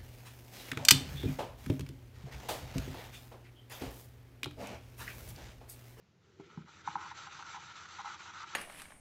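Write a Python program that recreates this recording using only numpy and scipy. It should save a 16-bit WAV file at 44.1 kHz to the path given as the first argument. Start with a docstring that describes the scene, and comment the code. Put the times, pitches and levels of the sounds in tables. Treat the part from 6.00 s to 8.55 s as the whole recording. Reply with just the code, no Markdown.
"""Scouring a pot lid

On a kitchen counter a sponge with paste scrubs a metal pot lid held on a cloth, in quick strokes back and forth.
Random clicks make the grit's hiss and ring the damped lid, which judders and knocks as it rocks.
Soft thuds sound as the lid is set down; the cloth drags with a hum and a rustle, over a low kitchen rumble.
Distance is level alone, without echoes; the narrow-band microphone loses the treble above 7.5 kHz."""
import sys
import numpy as np
from scipy import signal
from scipy.fft import rfft, irfft
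from scipy.io import wavfile
from scipy.ndimage import uniform_filter1d

SR = 44100
rng = np.random.default_rng(int(sys.argv[2]) if len(sys.argv) > 2 else 0)


def unload_wav(signal):
    """Save mono or channel-first audio to the path in sys.argv[1] as 16-bit WAV at rate SR, clipped to [-1, 1]."""
    wavfile.write(
        sys.argv[1],
        SR,
        np.round(np.clip(np.atleast_2d(signal).T, -1, 1) * 32767).astype(np.int16),
    )


def ratio_of_db(decibels):
    """Turn decibels (scalar or array-like) into linear amplitude factors; 0 dB maps to 1."""
    return 10 ** (np.asarray(decibels, float) / 20)


N = 112454

# spectrum of the kitchen rumble and air: (f/Hz, relative density/dB)
ROOM_SPECTRUM = [(25, -45), (50, -21.5), (70, -9), (86, 1), (105, -7.5), (125, -2), (200, -6.5), (240, -17),
                 (400, -15), (700, -22), (1500, -24), (2500, -26), (6800, -33.5), (8200, -48)]
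# rise and fall of the rumble over its base: (t/s, gain/dB)
ROOM_SWELL = [(0, 3.5), (.2, 1), (.4, 4.5), (1.1, 6), (2.1, 5), (2.55, 3.5)]
ROOM_BASE_DB = -70

# cloth dragging over the counter, with a wandering hum: (t/s, gain/dB, hum f/Hz)
CLOTH_DRAG = [(0, -98, 383), (.18, -80.5, 374), (.3, -68, 380), (.45, -61, 378), (.5, -64, 317),
              (0.551, -62, 412), (.61, -66, 315), (.68, -73.5, 331), (0.949, -63, 319), (1.1, -69.5, 319.6),
              (2.1, -72, 333), (2.55, -67, 361)]
# spectrum of the cloth's rustle: (f/Hz, relative density/dB)
RUSTLE_SPECTRUM = [(100, -21.5), (220, -6.5), (350, 3), (480, -1), (700, -26)]
HUM_WIDTH_HZ, HUM_DB = 64, -6

# thuds through cloth and counter: (start t/s, peak level/dB, push width/ms, share of the light thump 0-1)
COUNTER_THUDS = [(.3965, -40.5, 1.03, 0.85), (.502, -57, 1.2, 0.3), (.572, -35, 2.02, 0.15),
                 (.590, -59, 1.4, 0.1), (.603, -44.5, 2.2, 0.2), (.641, -50.5, 2.1, 0.07),
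                 (.884, -46.5, 1.73, 0.3), (.955, -47.5, 1.2, 0.4)]
# counter modes: (f/Hz, relative level in a heavy thump/dB, in a light one/dB, t60/s)
COUNTER_MODES = [(159, -6.5, -12, 0.11), (175.4, 4.5, -12.5, 0.063), (228, -1.5, -6.5, 0.075),
                 (315, -12, 5, 0.088), (393, -14, 5.5, 0.2), (673, -25, -0.5, 0.097)]
COUNTER_LOWEST_HZ = 132  # little is radiated below

# lid modes: (f/Hz, relative level when rubbed/dB, when knocked/dB, t60/s before any choking)
LID_MODES = [(839, -10.5, 14.5, 0.084), (939.4, -0.5, 15, 0.079), (1026, -11.5, 14.5, 0.049),
             (1270, -19, -1.5, 0.03), (1263, -4, 6, 0.029), (1347, 5, -8.5, 0.055),
             (1325, 11.5, -35, 0.022), (1428, 6, -9.5, 0.054), (1525, -8.5, -22, 0.057),
             (1580, 1, -25.5, 0.0064), (1906, 0.5, -21, 0.031), (2076, 1.5, -27, 0.017),
             (2363, -8, -20, 0.064), (2968, -4.5, -8.5, 0.061), (3274, -7.5, -28.5, 0.03),
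             (5680, -8.5, -12.5, 0.026)]
LID_LOWEST_HZ = 798  # little is radiated below
SETTLE_S, SETTLE_DB_PER_S = 0.0099, -1500  # a knocked lid settles on the cloth, which chokes its ring

# knocks of the rim: (start t/s, peak level/dB, contact width/ms, share of the rubbed colour 0-1)
RIM_KNOCKS = [(.397, -51, 0.83, .0), (.574, -46.5, 0.17, 0.16), (.8745, -25, 0.36, 0),
              (.884, -32.5, 0.25, 0.53), (.9545, -24.5, 0.28, 0.02), (.961, -39.5, 0.077, 0.3),
              (1.270, -40.5, 0.28, 0.33), (1.4245, -38.5, 0.27, 0.7), (1.544, -38, .3, 0.1),
              (1.989, -45, 0.43, 0.86), (2.045, -37.5, 0.31, 0.15), (2.056, -37, 0.32, 0.44),
              (2.0875, -49, 0.36, .8), (2.1035, -40.5, 0.23, 1), (2.437, -41.5, 0.17, .8)]
# judders, the lid rocking on the counter: (start t/s, length/s, level before edges/dB, share of knock colour 0-1)
LID_JUDDERS = [(0.51, 0.099, -79, 0), (0.666, 0.037, -56, 0.38), (0.846, 0.024, -57, 0.14),
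               (0.896, 0.039, -51, 0.66), (0.97, 0.035, -45, 0.74), (1, 0.021, -50, 0.7),
               (1.021, 0.021, -42.5, 0.8), (1.043, 0.026, -45.5, 0.8), (1.104, 0.015, -43.5, 0.1),
               (1.11, 0.0099, -39.5, 0.98), (1.261, 0.032, -52, 0.33), (1.384, 0.028, -47, 0.99),
               (1.443, 0.066, -53.5, 0.2), (1.549, 0.034, -47.5, 1), (1.68, 0.047, -58.5, 1),
               (1.846, 0.017, -50, 0), (1.98, .04, -43.5, 0.75), (2.058, 0.028, -48.5, 0.8),
               (2.07, 0.082, -54.5, 0), (2.248, 0.066, -50, 0.3), (2.401, 0.048, -48, 0.02),
               (2.516, .04, -53.5, 0)]
JUDDER_PER_S, JUDDER_SPREAD_DB, JUDDER_EDGE_S = 2500, 2.5, 0.0068
# one light slide over the lid: (start t/s, length/s, level/dB)
LIGHT_SLIDE = (0.385, 0.27, -71)
SLIDE_LOWEST_HZ, SLIDE_HIGHEST_MODE_HZ = 2150, 4000
SLIPS_PER_S, SLIP_SPREAD_DB = 1500, -1.5

# strokes: (start t/s, end t/s, mid level/dB, change from middle to end/dB, lid ring relative to grit/dB)
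SCRUB_STROKES = [(0.219, 0.374, -76.5, -1.5, -2.5), (0.387, 0.407, -67, 6.5, -1.5),
                 (0.444, 0.475, -64.5, -2, -3), (0.482, 0.63, -69.5, -1.5, 6.5),
                 (0.671, 0.826, -60.5, 0.5, -3.5), (0.852, 0.974, -55, -2, 0), (0.992, 1.132, -55, -0.5, 3),
                 (1.151, 1.286, -52, -2.5, -1), (1.296, 1.439, -53.5, -0.5, -1),
                 (1.443, 1.573, -51.5, 1, -2.5), (1.58, 1.735, -54.5, -0.5, -1),
                 (1.743, 1.875, -53.5, -2, -0.5), (1.868, 2.025, -53.5, 1.5, -1),
                 (2.032, 2.162, -52, 0.5, 3.5), (2.179, 2.318, -53.5, -1.5, -2.5),
                 (2.32, 2.442, -53, 1.5, 2), (2.455, 2.58, -53.5, 0.5, 0.5)]
RISE_S, FALL_S = 0.019, 0.008
LINGER_DB, LINGER_S = -4, 0.017  # the pad keeps touching at each turn
# spectrum of the grit's hiss: (f/Hz, relative density/dB)
GRIT_SPECTRUM = [(300, -24.5), (650, -18), (800, -11), (1500, -6), (2200, -8.5), (3300, -11.5), (3700, -8),
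                 (4400, -11.5), (5300, -15.5), (6050, -10.5), (6700, -17), (7500, -16.5), (9000, -23)]
GRIT_PER_S, GRIT_SPREAD_DB, GRIT_PATCH_DB = 12000, 2, 2
TURN_DULL_DB, TREBLE_HZ = -3, 4000  # the slowing pad loses its treble at each turn

MIC_HISS_DB = -94.5
MIC_EDGE_HZ, MIC_EDGE_WIDTH_HZ = 7525, 2060  # the response falls by 60 dB over this width


def evened(x):
    """Scales to rms 1."""
    return x / np.sqrt(np.mean(x ** 2) + 1e-20)


def above(x, hz, order):
    """Steep high-pass."""
    return signal.sosfilt(signal.butter(order, hz, "high", fs=SR, output="sos"), x)


def coloured(x, spectrum):
    """Minimum-phase filter with the response given as (f/Hz, gain/dB)."""
    f, db = np.transpose(spectrum)
    hz = np.abs(np.fft.fftfreq(4096, 1 / SR))
    log_gain = np.interp(np.log(hz + 1), np.log(f + 1), db) * np.log(10) / 20
    # the Hilbert transform of the log gain is the phase
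    response = np.exp(np.conj(signal.hilbert(log_gain)))
    taps = np.fft.ifft(response).real[:2048]
    return signal.oaconvolve(x, taps)[:N]


def clicks(per_s, spread_db):
    """Random clicks of random sign, rms 1; a positive spread makes a few large, a negative one a few faint."""
    size = ratio_of_db(spread_db * np.minimum(rng.exponential(1, N), 5))
    sign = rng.choice([-1., 1.], N)
    return evened(size * sign * (rng.random(N) < per_s / SR))


def ring(modes, lowest_hz, order):
    """Impulse response of decaying (f/Hz, level/dB, t60/s) modes, energy 1."""
    t = np.arange(8000) / SR
    h = sum(ratio_of_db(db - 60 * t / max(t60, .005)) * np.sin(2 * np.pi * hz * t) for hz, db, t60 in modes)
    h = above(h, lowest_hz, order)
    return h / np.linalg.norm(h)


def gate(start, length, edge_s):
    """Opens and closes linearly within the given span."""
    t = np.arange(N) / SR
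    return np.clip(np.minimum(t - start, start + length - t) / edge_s, 0, 1)


def blows(rows, first, second):
    """Each blow is a soft push of its own length into a blend of two rings."""
    out = np.zeros(N + 9000)
    for start, peak_db, ms, share in rows:
        width = max(ms, .05)
        u = np.arange(0, 3 * width, 1000 / SR) / width - 1.5
        push = np.exp(-4 * u ** 2)  # the width lies between its 1/e points
        sound = np.convolve(push, (1 - share) * first + share * second)[:8000]
        at = round(start * SR)
        out[at:at + 8000] += ratio_of_db(peak_db) * sound / np.abs(sound).max()
    return out[:N]


def kitchen():
    """Low rumble and air of the room: coloured noise that swells slowly."""
    s, db = np.transpose(ROOM_SWELL)
    level = ratio_of_db(ROOM_BASE_DB + np.interp(np.arange(N) / SR, s, db))
    return level * evened(coloured(rng.standard_normal(N), ROOM_SPECTRUM))


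def cloth():
    """Rubbing clicks of the dragged cloth excite a resonance of wandering pitch and a broader rustle."""
    s, db, hz = np.transpose(CLOTH_DRAG)
    t = np.arange(N) / SR
    rub = clicks(600, 2.25)
    turn = np.exp(2j * np.pi * np.cumsum(np.interp(t, s, hz)) / SR)
    r = np.exp(-np.pi * HUM_WIDTH_HZ / SR)
    # shift the hum's pitch to zero, smooth there, and shift back
    hum = (turn * signal.lfilter([1], [1, -2 * r, r * r], rub / turn)).real
    rustle = coloured(rub, RUSTLE_SPECTRUM)
    return ratio_of_db(np.interp(t, s, db)) * (ratio_of_db(HUM_DB) * evened(hum) + .5 * evened(rustle))


def thuds():
    """Soft pushes through the cloth ring the modes of the counter."""
    heavy = ring([(hz, db, t60) for hz, db, _, t60 in COUNTER_MODES], COUNTER_LOWEST_HZ, order=4)
    light = ring([(hz, db, t60) for hz, _, db, t60 in COUNTER_MODES], COUNTER_LOWEST_HZ, order=4)
    return blows(COUNTER_THUDS, heavy, light)


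def slide():
    """A light slide rings only the lid modes between about 2 and 4 kHz."""
    start, length, db = LIGHT_SLIDE
    rub = ratio_of_db(db) * gate(start, length, RISE_S) * clicks(JUDDER_PER_S, JUDDER_SPREAD_DB)
    modes = [(hz, level, t60) for hz, level, _, t60 in LID_MODES if hz < SLIDE_HIGHEST_MODE_HZ]
    return signal.oaconvolve(rub, ring(modes, SLIDE_LOWEST_HZ, order=8))[:N]


def judders(knocked, rubbed):
    """Short bursts of clicks, shared by power between the knocked and the rubbed ring."""
    to_knocked, to_rubbed = np.zeros(N), np.zeros(N)
    for start, length, db, share in LID_JUDDERS:
        burst = ratio_of_db(db) * gate(start, length, JUDDER_EDGE_S)
        to_knocked += np.sqrt(share) * burst
        to_rubbed += np.sqrt(1 - share) * burst
    to_knocked *= clicks(JUDDER_PER_S, JUDDER_SPREAD_DB)
    to_rubbed *= clicks(JUDDER_PER_S, JUDDER_SPREAD_DB)
    return signal.oaconvolve(to_knocked, knocked)[:N] + signal.oaconvolve(to_rubbed, rubbed)[:N]


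def lid(strength):
    """Slips, judders, knocks and a slide all ring the same damped lid."""
    rubbed = ring([(hz, db, t60) for hz, db, _, t60 in LID_MODES], LID_LOWEST_HZ, order=12)
    knocked = ring([(hz, db, t60) for hz, _, db, t60 in LID_MODES], LID_LOWEST_HZ, order=12)
    settled_s = np.maximum(np.arange(len(knocked)) / SR - SETTLE_S, 0)
    knocked = knocked * ratio_of_db(SETTLE_DB_PER_S * settled_s)
    slips = strength * clicks(SLIPS_PER_S, SLIP_SPREAD_DB)
    slipping = signal.oaconvolve(slips, rubbed)[:N]
    return slide() + judders(knocked, rubbed) + slipping + blows(RIM_KNOCKS, knocked, rubbed)


def hand():
    """Rubbing strength over time for the grit and for the lid's ring, and the pad's speed 0-1."""
    t = np.arange(N) / SR
    grit_strength, lid_strength, speed = np.zeros(N), np.zeros(N), np.zeros(N)
    for start, end, db, change_db, ring_db in SCRUB_STROKES:
        body = np.clip((t - start) / RISE_S, 0, 1) * np.clip((end - t) / FALL_S, 0, 1)
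        outside_s = np.maximum(np.maximum(start - t, t - end), 0)
        linger = ratio_of_db(LINGER_DB) * np.exp(-outside_s / LINGER_S)
        along = np.clip(2 * (t - start) / (end - start) - 1, -1, 1)  # -1 at the start, 1 at the end
        shape = ratio_of_db(db + change_db * along) * np.maximum(body, linger)
        grit_strength = np.maximum(grit_strength, shape)
        lid_strength = np.maximum(lid_strength, shape * ratio_of_db(ring_db))
        speed = np.maximum(speed, body)
    return grit_strength, lid_strength, speed


def grit(strength, speed):
    """Dense abrasive clicks; narrow patches of the hiss brighten and fade at random."""
    hiss = coloured(clicks(GRIT_PER_S, GRIT_SPREAD_DB), GRIT_SPECTRUM)
    hz, t, z = signal.stft(hiss, SR, nperseg=512, noverlap=384)
    patches = uniform_filter1d(rng.standard_normal(z.shape), size=3, axis=0)  # over frequency
    patches = evened(uniform_filter1d(patches, size=16, axis=1))  # over time
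    treble = np.clip(hz / TREBLE_HZ - .5, 0, 1)
    slowness = 1 - np.interp(t, np.arange(N) / SR, speed)
    gain_db = GRIT_PATCH_DB * patches + TURN_DULL_DB * np.outer(treble, slowness)
    hiss = signal.istft(z * ratio_of_db(gain_db), nperseg=512, noverlap=384)[1][:N]
    return strength * evened(hiss)


def scene():
    """All sources, one channel."""
    grit_strength, lid_strength, speed = hand()
    background = kitchen() + cloth() + thuds()
    return (background + lid(lid_strength) + grit(grit_strength, speed))[None]


def roll_off(x):
    """The treble ends steeply here."""
    return signal.sosfilt(signal.butter(12, 15650, fs=SR, output="sos"), x)


def record(dry):
    """Narrow-band microphone: a steep loss of treble, then faint white hiss."""
    size = N + 4096
    hz = np.fft.rfftfreq(size, 1 / SR)
    edge = ratio_of_db(-60 * np.clip((hz - MIC_EDGE_HZ) / MIC_EDGE_WIDTH_HZ, 0, 1.5))
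    narrow = irfft(rfft(dry, size) * edge, size)[:, :N]
    mix = narrow + ratio_of_db(MIC_HISS_DB) * rng.standard_normal(dry.shape)
    return roll_off(mix)


dry = scene()
out = record(dry)
unload_wav(out)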